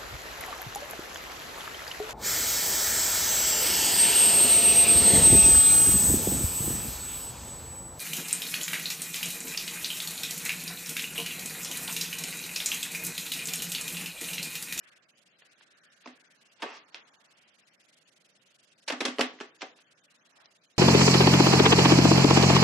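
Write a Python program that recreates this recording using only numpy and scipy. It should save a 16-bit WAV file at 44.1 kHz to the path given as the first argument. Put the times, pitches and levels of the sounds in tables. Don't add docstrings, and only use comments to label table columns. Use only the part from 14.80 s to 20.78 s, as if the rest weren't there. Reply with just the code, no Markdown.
import sys
import numpy as np
from scipy import signal
from scipy.fft import rfft, irfft, next_fast_len
from scipy.io import wavfile
from scipy.ndimage import uniform_filter1d, minimum_filter1d

SR = 44100
rng = np.random.default_rng(int(sys.argv[2]) if len(sys.argv) > 2 else 0)


def to_wav(sig):
    pcm = np.clip(np.atleast_2d(sig), -1, 1) * 32767
    pcm = np.round(pcm).astype(np.int16)
    wavfile.write(sys.argv[1], SR, pcm.T)


def magnitude_from_level(level_db):
    exponent = np.asarray(level_db, float) / 20
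    return 10 ** exponent


N = 263718


def on_log(hz, table):
    at, value = np.transpose(table)
    return np.interp(np.log(np.maximum(hz, 1)), np.log(at), value)


def band(x, lo_hz, hi_hz, order=2):
    return signal.sosfilt(signal.butter(order, [lo_hz, hi_hz], "band", fs=SR, output="sos"), x)


def unit(x):
    return x / np.sqrt(np.mean(x ** 2))


def to_peak(x):
    return x / np.abs(x).max()


def grit(size, spread_db):
    return rng.standard_normal(size) * magnitude_from_level(spread_db * rng.exponential(size=size))


def ring(modes, tilt_db, size, detune=0):
    hz, db, t60 = np.transpose(modes)[:, :, None]
    t = np.arange(size) / SR
    tone = np.sin(2 * np.pi * hz * (1 + detune) * t)
    decay = np.exp(-np.log(1000) * t / t60)
    return np.sum(magnitude_from_level(db + tilt_db[:, None]) * tone * decay, axis=0)


# f/Hz, level/dB
HISS_SPECTRUM = [(24, -67), (40, -45), (85, -32), (101, -12.5), (162, -4), (438, -9), (472, -8.5),
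                 (591, -4.5), (926, -15.5), (1410, -10.5), (1600, -17), (2710, -1.5), (9410, -11),
                 (15500, -28.5)]
# f/Hz, likeness/0-1
HISS_LIKENESS = [(100, 0.98), (300, 0.78), (650, .6), (1400, 0), (15000, 0.26)]


def hiss():
    level_db = -62.5
    size = next_fast_len(N)
    hz = np.fft.rfftfreq(size, 1 / SR)
    alike = np.clip(on_log(hz, HISS_LIKENESS), 0, 1)
    mid, side = rfft(rng.standard_normal((2, size))) * magnitude_from_level(on_log(hz, HISS_SPECTRUM))
    both = np.sqrt(1 + alike) * mid + np.sqrt(1 - alike) * side * np.array([[1], [-1]])
    return magnitude_from_level(level_db) * unit(irfft(both, size)[:, :N])


# level/dB, highest f/Hz kept, before luck lowers it
TREBLE_KEPT = [(-62.5, 2000), (-55.5, 5800), (-48, 9700), (-37, 10500), (-28.5, 16800)]


def flicker(x, loud):
    beat_s, shut_db = 1024 / 48000, -29.5
    open_share = np.array([[.2], [.85]])
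    hop = round(beat_s * SR)
    hz, t, z = signal.stft(x, SR, nperseg=2 * hop, noverlap=hop)
    beats = len(t)
    puff = np.isin(np.arange(beats), np.cumsum(2 + (rng.random(beats) < .35)))
    luck = rng.random((4, beats))

    power = uniform_filter1d(np.mean(loud ** 2, axis=0), 128)
    loudest = -minimum_filter1d(-power, hop)
    at = np.minimum((t * SR).astype(int), N - 1)
    level_db = 10 * np.log10(loudest[at] + 1e-12)

    second = np.cumsum(puff) % 2 == 0
    is_open = puff & ((luck[:2] < open_share) | second) & (level_db < -60)
    top_hz = np.where(is_open, 13000 - 6000 * luck[2:] ** 3, 1500 + 2200 * luck[2:] ** 2.5)
    kept_hz = np.interp(level_db, *np.transpose(TREBLE_KEPT)) * (1 - 0.41 * luck[2:])
    top_hz = np.maximum(top_hz, kept_hz)

    strip = np.minimum(on_log(hz, [(500, 0), (16000, 39)]).astype(int), 39)
    stray = rng.random((2, 40, beats))[:, strip] < .1
    passes = (hz[:, None] < top_hz[:, None]) | (stray & (hz[:, None] < 7000))
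    gain = np.where(passes, 1, magnitude_from_level(shut_db))
    return signal.istft(z * gain, SR, nperseg=2 * hop, noverlap=hop)[1][:, :N]


# firmest t/s, nominal level/dB, length/s, centre f/Hz, breadth/octaves
BRUSH_STROKES = [(.07, -59.5, 0.18, 2030, .75), (0.704, -68, 0.24, 1900, 0.48),
                 (1.04, -65.5, 0.28, 1620, 0.31), (1.454, -64.5, 0.28, 1860, 0.33),
                 (2.19, -63.5, 0.45, 1500, 1.44), (2.858, -70.5, 0.85, 1920, 0.34),
                 (4.696, -68.5, 0.96, 1750, .4), (5.4, -74, 0.63, 1740, 1), (5.603, -59, 0.083, 1840, 2.7)]


def brush():
    fade_db = 10
    s, db, length, hz, octaves = np.transpose(BRUSH_STROKES)[:, :, None]
    away = np.abs(np.arange(N) / SR - s) / length
    power = magnitude_from_level(db - fade_db * away) ** 2 / octaves
    out = 0
    for centre_hz in 700 * 2 ** np.arange(0, 3, .4):
        share = np.exp(-2 * (np.log2(hz / centre_hz) / octaves) ** 2)
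        rub = unit(band(grit((2, N), 0.75), centre_hz / 1.138, centre_hz * 1.19))
        out = out + np.sqrt(share[:, 0] @ power / 2) * rub
    return out


# start t/s, peak level/dB of the case ring before the final filters, brightest f/Hz,
# rattle time scale/ms, edge treble level/dB relative to that peak
CASE_KNOCKS = [(0.62, -47.5, 2400, 3.7, -39), (.809, -45.5, 2660, 3.2, -32),
               (1.239, -52.5, 2000, 13.4, -16), (1.257, -34, 785, 7.4, -8), (1.273, -34, 2070, 6.36, -18),
               (1.793, -47.5, 1750, 34, -39), (1.819, -27.5, 2570, 10.7, -18),
               (1.826, -24.5, 940, 7.6, -38), (1.839, -26.5, 734, 2.2, -40), (1.856, -41, 880, 5.2, -40),
               (2.1446, -26.5, 3100, 1.5, -40), (4.076, -23, 3300, 18.2, -1), (4.085, -30.5, 2500, 14, -29),
               (4.099, -20.5, 1750, 8.8, -32), (4.120, -24.5, 1740, 8.6, -6), (4.130, -29, 650, 8.6, -28),
               (4.204, -18, 2900, 9.4, -7), (4.214, -23, 870, 4.4, -29), (4.250, -16.5, 3270, 9.1, 1.5),
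               (4.259, -19, 1850, 3.7, -30), (4.281, -22.5, 2000, 4.5, -8.5),
               (4.384, -20.5, 2700, 3.2, -25), (4.391, -17, 920, 7.7, -10), (4.400, -19.5, 710, 6.3, -35),
               (4.407, -12.5, 2670, 8, -8.5), (4.413, -18.5, 2650, 2.2, -12),
               (4.587, -43.5, 2000, 4.4, -22), (4.601, -31, 2620, 5.4, -10), (4.607, -30.5, 1470, 8.3, -8),
               (4.616, -38, 2500, 5.4, -9), (4.805, -35.5, 3000, 31, -14.5), (4.817, -25, 2400, 8.3, -8),
               (4.827, -29, 686, 2.65, -43), (4.833, -43, 1400, 4.4, -31), (4.988, -45, 2960, 2.7, -25),
               (5.657, -46.5, 4100, 2.7, 1.5)]
# f/Hz, level/dB, t60/s
CASE_MODES = [(657, -13, 0.033), (742, -6.5, 0.14), (935, -10.5, 0.045), (954, 4.5, 0.025),
              (1197, 0.5, 0.031), (1330, 0, 0.017), (1580, -3.5, 0.047), (1784, -2.5, 0.061),
              (2000, 6, 0.015), (2240, 2, .02), (2500, 0, 0.018), (2746, 8.5, 0.011), (2737, 6, 0.0077),
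              (3180, 3.5, 0.016), (3330, 3, 0.018), (3716, 8, 0.01), (4104, 10.5, 0.0082), (5030, 8, 0.016)]


def knocks(size=6144):
    out, t = np.zeros((3, N + size)), np.arange(size) / SR
    damped = np.array(CASE_MODES) * [1, 1, .3]
    edge_tap = band((t == 0) * 1.0, 2240, 6940)
    for s, db, hz, ms, treble_db in CASE_KNOCKS:
        u = t / (ms / 1000)
        shape = u ** 1.6 * np.exp(-4.0 * u)
        rattle = grit(size, 1.7) * shape
        tilt_db = -(8.0 + 10.5 / ms) * np.abs(np.log2(damped[:, 0] / hz))
        detune = 0.067 * rng.standard_normal((len(CASE_MODES), 1))
        uneven_db = 0.5 * rng.standard_normal(len(CASE_MODES))
        modes = ring(CASE_MODES, tilt_db + uneven_db, 2048, detune)
        click = ring(damped, tilt_db, size)
        response = unit(modes) + 0.15 * unit(click[:2048])
        case = to_peak(signal.fftconvolve(rattle, response)[:size])
        edge = magnitude_from_level(treble_db) * to_peak(band(grit((2, size), 3.7) * shape, 3960, 6100))
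        feed = unit(click) * np.std(case) + unit(edge_tap) * np.std(edge)
        i = int(s * SR)
        out[:, i:i + size] += magnitude_from_level(db) * np.vstack([case + edge, feed])
    return out[:, :N]


# f/Hz, t60/s
ECHO_T60 = [(150, 0.67), (500, 0.35), (1500, 0.29), (4000, 0.29), (10000, 0.12)]


def room(x, size=18000):
    level_db, gap_s = -4.5, 0.0023
    t, tail = np.arange(size) / SR, 0
    for hz in 125 * 2. ** np.arange(0, 7, .25):
        mid, side = band(rng.standard_normal((2, size)), hz / 2 ** 0.23, hz * 2 ** 0.19, order=1)
        wide = min(hz / 1300.0, 1)
        decay = np.exp(-np.log(1000) * t / on_log(hz, ECHO_T60))
        tail = tail + (mid + wide * side * np.array([[1], [-1]])) * decay
    tail = tail * np.clip(t / gap_s - 1, 0, 1)
    tail = tail / np.sqrt(np.sum(tail ** 2) / 2)
    return magnitude_from_level(level_db) * signal.fftconvolve(x[None], tail, axes=1)[:, :N]


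# t/s, peak level/dB before the final filters, panel f/Hz nearest the blow
DRAWER_THUMPS = [(1.257, -36, 300), (1.273, -29, 270), (1.826, -34, 420), (1.839, -25, 414),
                 (1.856, -27.5, 406), (4.102, -27.5, 290), (4.119, -24, 276), (4.130, -20, 297),
                 (4.204, -18.5, 410), (4.214, -18, 306), (4.250, -16, 515), (4.258, -21.5, 275),
                 (4.281, -17.5, 273), (4.384, -21, 450), (4.391, -8.5, 460), (4.400, -20.5, 312),
                 (4.407, -13, 259), (4.608, -21.5, 404), (4.827, -27.5, 500), (4.833, -33, 293)]
# f/Hz, level/dB, t60/s
DRAWER_MODES = [(254, 0, .36), (273, -4, .25), (290, -5, .22), (318, -6, .12), (378, -4, .14),
                (415, -2, .18), (458, -4, .13), (543, 0, .16)]


def thumps(size=6144):
    out, t = np.zeros(N + size), np.arange(size) / SR
    push = t * np.exp(-t / 0.0015)
    for s, db, hz in DRAWER_THUMPS:
        tilt_db = -26.0 * np.abs(np.log2(np.array(DRAWER_MODES)[:, 0] / hz))
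        wood = signal.fftconvolve(push, ring(DRAWER_MODES, tilt_db, size))[:size]
        smother = np.exp(-(t / 0.086) ** 3)
        i = int(s * SR)
        out[i:i + size] += magnitude_from_level(db) * to_peak(wood * smother)
    return out[:N] * np.array([[1], [1], [.15]])


def slide():
    start_s, free_s = 1.86, 1.9745
    start_db, ease_db, stop_db_per_s = -48, -5, -1100
    edge_db, edge_rise_db = -13.5, 12
    t = np.arange(N) / SR
    drawn = np.clip((t - start_s) / (free_s - start_s), 0, 1)
    db = start_db + ease_db * drawn ** 2 + stop_db_per_s * np.maximum(t - free_s, 0)
    grip = uniform_filter1d(np.repeat(rng.standard_normal(N // 200 + 1), 200)[:N], 100)
    scrape = grit(N, 1.0) * magnitude_from_level(2.2 * grip)
    tilt_db = -5.0 * np.abs(np.cos(np.log2(np.array(CASE_MODES)[:, 0] / 1760.0) * 3.4))
    body = signal.fftconvolve(scrape, ring(CASE_MODES, tilt_db, 2048))[:N]
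    low = unit(unit(band(body, 760, 3700)) + 0.67 * unit(band(scrape, 670, 2700)))
    edge = magnitude_from_level(edge_db + edge_rise_db * drawn) * unit(band(scrape, 3300, 5700))
    return (t > start_s) * magnitude_from_level(db) * (low + edge)


def scene():
    near = band(knocks() + thumps() + slide(), 255, 12500, order=4)
    near = band(near, 222, 16000, order=3)
    near = magnitude_from_level([[-0.7], [0.7]]) * near[:2] + room(near[2])
    return flicker(near + hiss() + brush(), near)


def top_cut(x):
    return signal.sosfilt(signal.butter(12, 15700, fs=SR, output="sos"), x)


def record(dry):
    mix = signal.sosfilt(signal.butter(3, 110, "high", fs=SR, output="sos"), dry)
    return top_cut(mix)


dry = scene()
out = record(dry)
to_wav(out)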